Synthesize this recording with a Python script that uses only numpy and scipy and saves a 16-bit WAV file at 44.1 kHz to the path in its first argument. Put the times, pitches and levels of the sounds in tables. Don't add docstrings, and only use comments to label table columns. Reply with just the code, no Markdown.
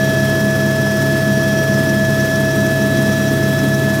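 import sys
import numpy as np
from scipy import signal
from scipy.fft import rfft, irfft
from scipy.io import wavfile

SR = 44100
rng = np.random.default_rng(int(sys.argv[2]) if len(sys.argv) > 2 else 0)


def store_wav(level_fs):
    pcm = np.round(np.clip(np.atleast_2d(level_fs), -1, 1) * 32767)
    wavfile.write(sys.argv[1], SR, pcm.T.astype(np.int16))


N = 176400

ROTOR_HZ, TAIL_BLADE_HZ, SHAFT_HZ, PUMP_HZ = 6.492, 68.83, 100.94, 337.7
RING_GEAR_HZ, BEVEL_GEAR_HZ = 649.2, 1716.0
SMEAR_S_PER_HZ = .0001

# time in seconds, percent off nominal.
DRIVE_SPEED = [(0, -0.067), (.3, -.11), (.95, -0.022), (1.5, -0.063), (2.3, 0.021), (2.9, 0.11),
               (3.2, 0.0787), (3.6, 0.089), (4, 0.055)]
# multiple of the part's frequency, level in dB.
TAIL_PARTIALS = [(1, -40), (2, -21), (3, -25), (4, -30), (5, -35), (6, -33), (8, -61)]
SHAFT_PARTIALS = [(1, -28), (2, -25.5), (5, -52), (6, -61), (7, -46.5), (9, -46.5)]
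PUMP_PARTIALS = [(1, -31)]
RING_WHINE = [(2, -43.5), (3, -49), (4, -44)]
BEVEL_WHINE = [(2, -44), (3, -48)]
SHAFT_OVERTONES = [(12, -49.5), (15, -51), (18, -47), (19, -53), (21, -55), (24, -53), (54, -47.5),
                   (60, -56), (63, -55)]
# time in seconds, gain in dB.
MESH_SWELL = [(0, 0.8), (.8, -0.5), (1.5, .6), (2.7, 0.3), (3.2, -0.8), (4, -1.5)]
# centre in Hz, width in Hz, level in dB.
RASP_BANDS = [(1321, 46, -42.5), (1699, 35, -38), (3228, 86, -47), (3370, 72, -48.5), (5200, 61, -50)]
# (time in seconds, level in dB).
HIGH_WHINES = [ (RING_GEAR_HZ, 5, [(0, -38.5), (.6, -42.5), (2, -43), (4, -44)]),
               (RING_GEAR_HZ, 6, [(0, -42.5), (1.7, -46.5), (2.6, -42), (3.3, -40), (4, -43.5)]),
               (RING_GEAR_HZ, 7, [(0, -46), (.8, -52), (1.2, -45), (1.5, -47), (4, -61)]),
               (RING_GEAR_HZ, 8, [(0, -44.5), (1.5, -41), (2.5, -46), (3, -59), (4, -56)]),
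               (SHAFT_HZ, 57, [(0, -38.5), (.55, -43), (.95, -39.5), (1.2, -50), (1.35, -39), (1.55, -38),
               (1.9, -44), (2.6, -40), (2.8, -49), (3.3, -38), (3.42, -52), (4, -45)])]
# frequency in Hz, density in dB per Hz before any swell.
RUMBLE_SPECTRUM = [(20, -79), (50, -71), (85, -64), (110, -45.5), (165, -48), (205, -45), (250, -54),
                   (390, -55), (520, -60), (900, -80), (2500, -100)]
BUFFET_SPECTRUM = [(130, -73), (215, -45.5), (250, -48.5), (300, -48), (390, -52.5), (480, -60),
                   (800, -84.5)]
RUSH_SPECTRUM = [(200, -75.5), (620, -57), (780, -64), (1150, -64.5), (1450, -68), (1750, -67.5),
                 (2300, -71.5), (4600, -72.5), (5700, -71), (7500, -76), (10000, -78), (13500, -77),
                 (16000, -85)]
PUFF_SPECTRUM = [(1500, -68), (5000, -81), (9000, -75.5), (13500, -78), (16000, -80)]
# time in seconds, gain in dB.
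BUFFET_SWELL = [(0, -1.5), (.8, -0.5), (1.4, -2), (1.8, -0.5), (2.4, -2.2), (2.9, 2), (3.6, 3), (4, 0)]
# place in the turn from 0 to 1, width in turns, gain in dB.
BLADE_PUFFS = [(.305, 0.023, 2), (.635, .055, 1.5), (.93, 0.057, -1.5)]
# time in seconds, level in dB at the middle of a chirp.
CHIRP_SWELL = [(0, -48), (1.2, -41), (1.8, -35), (3, -34), (3.45, -34), (3.75, -33), (4, -42)]


def from_db(db):
    return 10 ** (np.asarray(db) / 20)


def rms_one(x):
    return x / np.sqrt(np.mean(x ** 2) + 1e-20)


def in_time(rows):
    return np.interp(np.arange(N) / SR, *np.transpose(rows))


def drift(rate_hz):
    step, settle = 40, 2000
    pole = np.exp(-2 * np.pi * step * rate_hz / SR)
    noise = rng.standard_normal(N // step + settle + 2)
    slow = signal.lfilter([1], [1, -2 * pole, pole * pole], noise)[settle:]
    return np.interp(np.arange(N) / step, np.arange(len(slow)), rms_one(slow - slow.mean()))


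def air(spectrum):
    hz, db = np.transpose(spectrum)
    bin_hz = np.maximum(np.arange(N // 2 + 1) * SR / N, 1)
    gain = from_db(np.interp(np.log(bin_hz), np.log(hz), db))
    return irfft(rfft(rng.standard_normal(N)) * gain, N) * np.sqrt(SR / 2)


def narrow_noise(hz, width_hz):
    lowpass = signal.butter(2, width_hz / 2, fs=SR, output="sos")
    a, b = signal.sosfilt(lowpass, rng.standard_normal((2, N)))
    phase = 2 * np.pi * np.cumsum(hz * np.ones(N)) / SR
    return rms_one(a * np.cos(phase) + b * np.sin(phase))


def partials(clock, base_hz, rows, waver_db, waver_hz, throb=0):
    out = np.zeros(N)
    blade_passes = len(BLADE_PUFFS) * ROTOR_HZ * clock
    for multiple, db in rows:
        hz = multiple * base_hz
        swell = 1 + throb * np.sin(2 * np.pi * (blade_passes + rng.random()))
        level = from_db(db) * rms_one(swell * from_db(waver_db * drift(waver_hz)))
        out += level * np.sqrt(2) * np.sin(2 * np.pi * hz * (clock - SMEAR_S_PER_HZ * hz / 2))
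    return out


def turns_from(clock, place):
    return (ROTOR_HZ * clock - place + .5) % 1 - .5


def drive_hum(clock):
    parts = (TAIL_BLADE_HZ, TAIL_PARTIALS), (SHAFT_HZ, SHAFT_PARTIALS), (PUMP_HZ, PUMP_PARTIALS)
    return sum(partials(clock, hz, rows, waver_db=.4, waver_hz=2.4) for hz, rows in parts)


def gearbox(clock):
    angle = 2 * np.pi * ROTOR_HZ * clock
    sway = from_db(in_time(MESH_SWELL)) * (1 + .048 * np.sin(angle) + .036 * np.sin(2 * angle))
    mesh = sum(partials(clock, hz, [(1, db)], waver_db=.42, waver_hz=17, throb=.054)
               for hz, db in ((RING_GEAR_HZ, -21.5), (BEVEL_GEAR_HZ, -23)))
    parts = (RING_GEAR_HZ, RING_WHINE), (BEVEL_GEAR_HZ, BEVEL_WHINE), (SHAFT_HZ, SHAFT_OVERTONES)
    whine = sum(partials(clock, hz, rows, waver_db=2, waver_hz=7.1, throb=.22) for hz, rows in parts)
    rasp = sum(from_db(db) * narrow_noise(hz, width) for hz, width, db in RASP_BANDS)
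    return sway * mesh + whine + rasp


def high_whines(clock):
    out = np.zeros(N)
    for hz, multiple, levels in HIGH_WHINES:
        tone = partials(clock, hz, [(multiple, 0)], waver_db=1.7, waver_hz=17, throb=.12)
        out += from_db(in_time(levels)) * tone
    return out


def hull_air():
    rumble = air(RUMBLE_SPECTRUM)
    buffet = air(BUFFET_SPECTRUM) * from_db(in_time(BUFFET_SWELL))
    flutter = from_db(.8 * drift(rate_hz=25))
    rush = air(RUSH_SPECTRUM) * from_db(.43 * drift(rate_hz=2.3))
    return (rumble + buffet) * flutter + rush


def seal_puffs(clock):
    puffs = sum(from_db(db) * np.exp(-.5 * (turns_from(clock, place) / width) ** 2)
                for place, width, db in BLADE_PUFFS)
    return air(PUFF_SPECTRUM) * puffs * from_db(drift(rate_hz=11))


def chirp(clock, centre_hz=5780, rise_hz_per_turn=3935, width_turns=.061):
    turns = turns_from(clock, place=.315)
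    level = from_db(in_time(CHIRP_SWELL) + drift(rate_hz=4))
    envelope = np.exp(-.5 * (turns / width_turns) ** 2)
    return level * envelope * narrow_noise(centre_hz + rise_hz_per_turn * turns, width_hz=820)


def scene():
    clock = np.cumsum(1 + in_time(DRIVE_SPEED) / 100) / SR
    machinery = drive_hum(clock) + gearbox(clock) + high_whines(clock)
    return (machinery + hull_air() + seal_puffs(clock) + chirp(clock))[None]


def record(dry, cutoff_hz=15800):
    return signal.sosfilt(signal.ellip(12, .1, 90, cutoff_hz, fs=SR, output="sos"), dry)


dry = scene()
out = record(dry)
store_wav(out)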